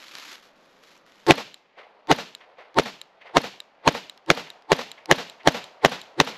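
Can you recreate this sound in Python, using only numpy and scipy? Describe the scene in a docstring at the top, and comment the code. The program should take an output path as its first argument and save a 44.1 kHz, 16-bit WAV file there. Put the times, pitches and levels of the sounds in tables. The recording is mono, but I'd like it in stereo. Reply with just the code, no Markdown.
"""An open field among trees and hills, where a pistol close by fires eleven shots at a quickening pace.
Over a soft hush of air, sleeves rustle as the arms come up. A brief hollow whoosh, like a pre-echo,
leads into each crack. The muzzle blast overloads the microphone, bounces off the ground and returns
from trees and hills. The steel slide slams shut after every shot, and the trigger clicks in between."""
import sys
import numpy as np
from scipy import signal
from scipy.fft import rfft, irfft, next_fast_len
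from scipy.io import wavfile
from scipy.ndimage import uniform_filter1d

SR = 44100
rng = np.random.default_rng(int(sys.argv[2]) if len(sys.argv) > 2 else 0)


def master_out(mix):
    """Clip the mix to full scale and print it as 16-bit PCM to the path in sys.argv[1]."""
    frames = np.transpose(np.atleast_2d(mix))
    ceiling = np.clip(frames, -1, 1)
    pcm = np.round(ceiling * 32767).astype(np.int16)
    wavfile.write(sys.argv[1], SR, pcm)


N = 280917
TIME = np.arange(N) / SR


def from_db(db):
    """Decibels to gain."""
    return np.exp(np.asarray(db) * (np.log(10) / 20))


def add(out, start_s, sound):
    """Mix a sound in at its cue."""
    start = max(round(start_s * SR), 0)
    size = min(sound.shape[-1], out.shape[-1] - start)
    out[:, start:start + size] += sound[..., :size]


def cut(x, side, hz, order=2):
    """Roll off the "lows" or the "highs"."""
    kind = {"lows": "highpass", "highs": "lowpass"}[side]
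    return signal.sosfilt(signal.butter(order, hz, kind, fs=SR, output="sos"), x)


def envelope(t, rise_s, hold_s, t60_s):
    """Gain that climbs 20 dB per rise time up to t = 0, holds, then dies away."""
    attack_db = 20 * np.minimum(t, 0) / rise_s
    decay_db = -60 * np.maximum(t - hold_s, 0) / t60_s
    return from_db(np.maximum(attack_db + decay_db, -200))


def ring(x, hz, t60_s):
    """A resonance: a unit click sets a sine of height 1 ringing."""
    radius, angle = from_db(-60 / (t60_s * SR)), 2 * np.pi * hz / SR
    return signal.lfilter([0, np.sin(angle)], [1, -2 * radius * np.cos(angle), radius ** 2], x + 1e-18)


def wavering_tone(hz, width_hz):
    """A tone of rms 1 that follows a pitch track while its phase wanders."""
    drift = cut(rng.standard_normal((2, len(hz) + SR // 10)), "highs", width_hz)
    wander = np.arctan2(*drift[:, -len(hz):])
    return np.sqrt(2) * np.sin(2 * np.pi * np.cumsum(hz) / SR + wander)


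def colour(x, eq):
    """Shape a sound with an EQ curve of (freq_hz, level_db) points."""
    hz, db = np.transpose(eq)
    size = next_fast_len(x.shape[-1])
    bins = np.maximum(np.fft.rfftfreq(size, 1 / SR), 1)
    gain = from_db(np.interp(np.log(bins), np.log(hz), db))
    return irfft(rfft(x, size) * gain, size)[..., :x.shape[-1]]


# Stereo width, side against mid: freq_hz, level_db
SIDE_EQ = [(100, -52.5), (700, -69.5), (2000, -48.5), (4000, -44.5), (8000, -26.5), (12000, -7.5)]
def noise(eq, size):
    """Coloured stereo noise of rms about 1, wide only in the treble."""
    mid, side = colour(rng.standard_normal((2, size)), eq)
    return (mid + colour(side, SIDE_EQ) * [[1], [-1]]) / mid.std()


def scatter(eq, level, lumps_db):
    """Countless small arrivals of one blast: lumpy noise under an envelope."""
    lumps = uniform_filter1d(rng.standard_normal(len(level)), size=300)
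    return noise(eq, len(level)) * level * from_db(lumps_db * lumps / lumps.std())


# Tone of the still air: freq_hz, level_db
AIR_EQ = [(30, -15.5), (90, -21.5), (170, -6), (280, -4), (380, -5), (550, -1), (750, -6), (1200, -7),
          (2200, -13.5), (4500, -22), (7000, -34), (9000, -57), (14000, -62.5)]
def air(level_db=-59, drop_db=8, drop_s=.3):
    """A soft outdoor bed that ducks from the first shot on."""
    first_shot_s = SHOT_CUES[0][0]
    ducked = np.clip((TIME - first_shot_s) / drop_s, 0, 1)
    return from_db(level_db - drop_db * ducked) * noise(AIR_EQ, N)


# Tone of rubbing fabric: freq_hz, level_db
CLOTH_EQ = [(59, -54.5), (100, -36), (236, -6.5), (391, -6), (425, -21), (570, -8), (748, -7), (1260, 0),
            (3920, -1.5), (7050, -10.5), (9070, -28), (11900, -14.5), (15000, -55)]
# Sleeve movements: start_s, hold_s, level_db
SLEEVE_CUES = [(0.0, 0.17, -47.5), (0.14, 0.19, -42.5), (0.428, 0.029, -55), (.56, 0.28, -64),
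               (0.832, 0.12, -56.5), (1.068, 0.23, -60.5)]
# Fabric snaps: start_s, level_db
SNAP_CUES = [(0.026, -36), (0.0822, -26.5), (0.1528, -20), (0.185, -23), (0.837, -40), (0.9769, -39),
             (1.0642, -43), (1.121, -40)]
def clothing(grain_db=2.5, rub_trim_db=-1, snap_trim_db=-7, snap_s=.00082):
    """Fabric slides in small uneven slips and now and then snaps taut."""
    slips = uniform_filter1d(rng.standard_normal(N), size=130)
    moves = [from_db(db) * envelope(TIME - start_s, rise_s=.03, hold_s=hold_s, t60_s=.3)
             for start_s, hold_s, db in SLEEVE_CUES]
    level = np.max(moves, axis=0) * from_db(rub_trim_db + grain_db * slips / slips.std())
    for start_s, db in SNAP_CUES:
        level += from_db(db + snap_trim_db) * (TIME >= start_s) * np.exp(-np.abs(TIME - start_s) / snap_s)
    return cut(level * noise(CLOTH_EQ, N), "lows", hz=130)


# Tone of each kind of echo, near to far: freq_hz, level_db
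GROUND_EQ = [(30, -20), (100, -11.5), (280, 2), (480, 8), (620, -9.5), (1400, -5.5), (3200, -8.5),
             (5000, -13), (7000, -21), (9200, -41), (11500, -31), (14000, -50)]
RUMBLE_EQ = [(40, -36.5), (85, -21.5), (120, -8.5), (240, 6), (400, 3), (1000, -45)]
TREES_EQ = [(40, -38), (110, -15), (220, -3.5), (330, -5.5), (480, 2), (900, 0.5), (1800, -6), (3500, -7.5),
            (5500, -16), (7500, -25.5), (9100, -33), (10300, -36), (12200, -24), (14000, -55)]
FIELD_EQ = [(40, -39.5), (110, -15.5), (170, -5.5), (400, -7.5), (1200, -7.5), (2800, 0.5), (4200, -2.5),
            (7000, -14), (9100, -32), (10300, -30.5), (12200, -23), (14000, -52.5)]
HILLS_EQ = [(100, -37), (300, -20.5), (500, -7), (1000, -2.5), (1400, -6), (2100, 4), (4500, -14.5),
            (6500, -28.5), (9000, -64), (14000, -82)]
VALLEY_EQ = [(60, -39), (290, -22), (420, -2.5), (640, 2), (850, 0), (1150, -4), (2400, -17), (4500, -23.5),
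             (6500, -44), (10000, -81.5)]
# Echoes off the land: kind, delay_s, level_db, rise_s, t60_s
ECHO_TAPS = [("ground", .007, -12, .0015, .015), ("ground", .0102, -12, 0.00096, 0.035),
             ("trees", .03, -34.5, 0.054, 0.17), ("trees", .074, -28, .016, 0.13),
             ("trees", .098, -34, 0.044, 0.073), ("trees", .175, -51.5, .1, 0.13),
             ("rumble", .082, -51, .01, 0.53), ("field", 0.094, -37.5, 0.17, 0.43),
             ("hills", 0.4766, -47, .025, 0.38), ("hills", 0.39, -67.5, .6, 3),
             ("hills", 1.105, -49, .025, .2), ("valley", 0.22, -62.5, .05, 1.5),
             ("valley", .486, -43, .012, .09), ("valley", 0.47, -46, 0.0098, 0.47),
             ("valley", 0.57, -57, 0.11, 5.5), ("valley", 1.19, -56.5, 0.032, .3),
             ("valley", 1.2, -56.5, .4, 0.36)]
def landscape():
    """One blast thrown back by ground, trees, grass and far slopes; the echoes add in power."""
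    out = np.zeros((2, 2 * SR))
    for kind, eq, size, lumps_db in [
            ("ground", GROUND_EQ, SR // 6, -.8), ("rumble", RUMBLE_EQ, SR // 2, 1),
            ("trees", TREES_EQ, SR // 2, 2), ("field", FIELD_EQ, 2 * SR // 3, -.9),
            ("hills", HILLS_EQ, 4 * SR // 3, 2.9), ("valley", VALLEY_EQ, 2 * SR, 2.5)]:
        power = sum((from_db(db) * envelope(TIME[:size] - delay_s, rise_s, 0, t60_s)) ** 2
                    for name, delay_s, db, rise_s, t60_s in ECHO_TAPS if name == kind)
        add(out, 0, scatter(eq, np.sqrt(power), lumps_db))
    return out


def boom(start_hz=351.5, end_hz=139.4, sink_s=.085, delay_s=.029, trim_db=-42):
    """A low roll from the nearby ground, sinking in pitch, tuned a little differently each time."""
    t = TIME[:SR // 2]
    glide_hz = end_hz + (start_hz - end_hz) * np.exp(-t / sink_s)
    detune = 1 + .04 * rng.standard_normal()
    level = from_db(trim_db) * envelope(t - delay_s, rise_s=.01, hold_s=.046, t60_s=.25)
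    return level * wavering_tone(glide_hz * detune, width_hz=20)


# Tone of a tick: freq_hz, level_db
TICK_EQ = [(200, -23.5), (1000, -1), (3000, 5), (5000, 2.5), (7500, -13.5), (9000, -32.5), (12000, -17),
           (15000, -38)]
# Dry ticks: start_s, level_db
TICK_CUES = [(1.2660, -18.5), (1.27, -17.5), (1.2833, -16), (1.288, -16.5), (1.299, -13.5), (2.072, -30.5),
             (2.744, -35), (4.1762, -34), (4.2623, -39.5), (4.6228, -43.5), (5.058, -26), (5.4332, -40),
             (5.8282, -39)]
def ticks(decay_s=.0012, trim_db=-6):
    """Tiny dry crackles just ahead of some of the shots."""
    t, out = TIME[:SR // 20], np.zeros((2, N))
    for start_s, db in TICK_CUES:
        add(out, start_s, from_db(db + trim_db) * noise(TICK_EQ, len(t)) * np.exp(-t / decay_s))
    return out


# Tone of the whoosh: freq_hz, level_db
WHOOSH_EQ = [(40, -33), (130, -15), (200, -29.5), (330, 1), (450, 3.5), (620, -11.5), (900, -8),
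             (1200, -12), (1900, -9), (2600, -19), (4000, -15), (6000, -30.5), (9000, -34.5),
             (13000, -52.5)]
# Hollow tones in the whoosh, low and high: pitch_hz, level_db
WHOOSH_LOWS = [(145, -15.5), (332, -1.5), (415, -17), (515, -8.5)]
WHOOSH_HIGHS = [(750, -6.5), (890, -2), (1080, -8.5)]
def whoosh(low_db, high_db, rise_s, steepness=1.43, lead_s=.043):
    """A brief hollow whoosh, like a pre-echo, that leads into a crack."""
    remaining_s = TIME[:SR // 10][::-1]
    rush = noise(WHOOSH_EQ, len(remaining_s))
    for tones, group_db in (WHOOSH_LOWS, low_db), (WHOOSH_HIGHS, high_db):
        for hz, db in tones:
            rush += from_db(group_db + db) * wavering_tone(np.full(len(remaining_s), hz), width_hz=16)
    fade_in = np.clip((lead_s - remaining_s) / .003, 0, 1)
    return rush * from_db(-20 * (remaining_s / rise_s) ** steepness) * fade_in


def steel_click(modes, gap_s=.001, second_db=-4):
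    """Two steel contacts in quick succession ring a part too small to radiate bass."""
    contacts = np.zeros(SR // 20)
    contacts[0] = 1
    contacts[round(gap_s * rng.uniform(.96, 1.04) * SR)] = from_db(second_db)
    rings = sum(from_db(db + rng.normal(0, .72)) * ring(contacts, hz, t60_s) for hz, db, t60_s in modes)
    return cut(rings, "lows", hz=1400)


# Ring of the pistol's action: pitch_hz, level_db, t60_s
ACTION_RING = [(1770, -22, 0.014), (3130, -10, 0.0029), (3790, -4, 0.0072), (7250, -16.5, 0.0094),
               (11100, -18, 0.0017)]
# Trigger resets: start_s, level_db
TRIGGER_CUES = [(1.543, -24.5), (2.35, -21.5), (3.015, -20.5), (3.6029, -20), (4.097, -21), (4.5024, -23),
                (4.9163, -20.5), (5.298, -24), (5.6416, -25.5), (6.0154, -24)]
def trigger():
    """The trigger resets between shots with a light click."""
    out = np.zeros((2, N))
    for start_s, db in TRIGGER_CUES:
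        add(out, start_s, from_db(db) * steel_click(ACTION_RING))
    return out


# Ring of the slide: pitch_hz, level_db, t60_s
SLIDE_RING = [(1790, -9.5, 0.056), (4330, -2.5, 0.02), (10420, -10.5, 0.0065), (12000, -14.5, 0.0086)]
def slide(trim_db=-31):
    """The slide slams shut, steel on steel."""
    return from_db(trim_db) * steel_click(SLIDE_RING)


# Pressure pulses, direct and off the ground: delay_s, level_db, push_s
BLAST_PULSES = [(0, 0.5, 0.00035), (0.0104, -2, 0.00043)]
# What the blast sets ringing close by: delay_s, pitch_hz, level_db, t60_s
BLAST_RING = [(0, 424, -13, 0.018), (0, 677, -13, 0.039), (0, 946, -2, 0.0044), (0, 1865, -14, 0.0096),
              (.0062, 271, -9.5, .028), (0.0114, 468.5, -10.5, 0.015), (0.0113, 155.8, -17, .034)]
# Tone of the gas burst at the muzzle: freq_hz, level_db
GAS_EQ = [(30, -20), (100, -27), (300, 0), (1050, 5), (1450, -3.5), (2100, 2), (3000, -5), (4200, -5),
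          (4800, -16), (6500, -11.5), (8200, -41), (12000, -27.5), (16000, -51.5)]
def blast(detune=.022, gas_db=-3.5, gas_rise_s=.00026):
    """Each pulse is a sharp push and a longer suck; ringing and turbulent gas follow."""
    t = TIME[:SR // 5]
    pressure, out = np.zeros(len(t)), np.zeros((2, len(t)))
    for delay_s, db, push_s in BLAST_PULSES:
        age = np.maximum(t - delay_s, 0) / push_s
        pressure += from_db(db) * (t >= delay_s) * (1 - age) * np.exp(-age)
    out += cut(pressure, "highs", hz=4000)
    for delay_s, hz, db, t60_s in BLAST_RING:
        add(out, delay_s, from_db(db) * ring(t == 0, hz * (1 + detune * rng.standard_normal()), t60_s))
    gas_level = envelope(t - gas_rise_s, gas_rise_s, hold_s=.002, t60_s=.0078)
    out += from_db(gas_db) * scatter(GAS_EQ, gas_level, lumps_db=1.5)
    return cut(out, "lows", hz=60, order=1)


# The shots and the whooshes ahead of them, with tone levels relative to the whoosh:
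# start_s, blast_db, whoosh_db, low_tones_db, high_tones_db, whoosh_rise_s
SHOT_CUES = [(1.3080, -0.5, -12, 4, 0, .035), (2.1141, -1.5, -16, 0, 2.5, 0.024),
             (2.7867, -3, -19.5, 4.5, 5.5, .023), (3.3688, -2, -20, -0.5, 4, 0.022),
             (3.8765, -0.5, -21.5, 0.5, 4.5, 0.022), (4.302, -2, -27.5, 2, -1.5, .025),
             (4.7181, -0.5, -27, -2, 7.5, 0.024), (5.1126, 0.5, -22.5, 4.5, 4, .022),
             (5.4737, 1, -22.5, -3.5, 1.5, .022), (5.8482, 0.5, -23.5, -7, 1, 0.021),
             (6.2008, -1.5, -27, 5, -4, 0.023)]
def shots(slide_delay_s=.0478, echo_trim_db=-.44, echo_follow=.63, fresh_share=.45):
    """A pre-echo whoosh leads into each shot: blast, slide and a tail partly following the blast's level."""
    out = np.zeros((2, N))
    # The land stays put, so the echoes repeat; moving air and aim change a share of them.
    lasting = landscape()
    for start_s, blast_db, whoosh_db, low_db, high_db, rise_s in SHOT_CUES:
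        add(out, start_s - .1, from_db(whoosh_db) * whoosh(low_db, high_db, rise_s))
        add(out, start_s, from_db(blast_db) * blast())
        add(out, start_s + slide_delay_s, slide())
        tail_gain = from_db(echo_trim_db + echo_follow * blast_db)
        add(out, start_s, tail_gain * boom())
        echoes = np.sqrt(1 - fresh_share) * lasting + np.sqrt(fresh_share) * landscape()
        add(out, start_s, tail_gain * echoes)
    return out


def scene():
    """The pistol up front, over the shooter's clothing and quiet air."""
    return shots() + trigger() + ticks() + clothing() + air()


def record(dry, mic_hz=13000, overload=.96, cutoff_hz=16400):
    """The microphone dulls the top end and soft-clips the cracks; a steep high cut follows."""
    heard = cut(dry, "highs", mic_hz, order=10)
    clipped = heard / (1 + (heard / overload) ** 6) ** (1 / 6)
    return signal.sosfilt(signal.cheby2(14, 60, cutoff_hz, fs=SR, output="sos"), clipped)


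dry = scene()
out = record(dry)
master_out(out)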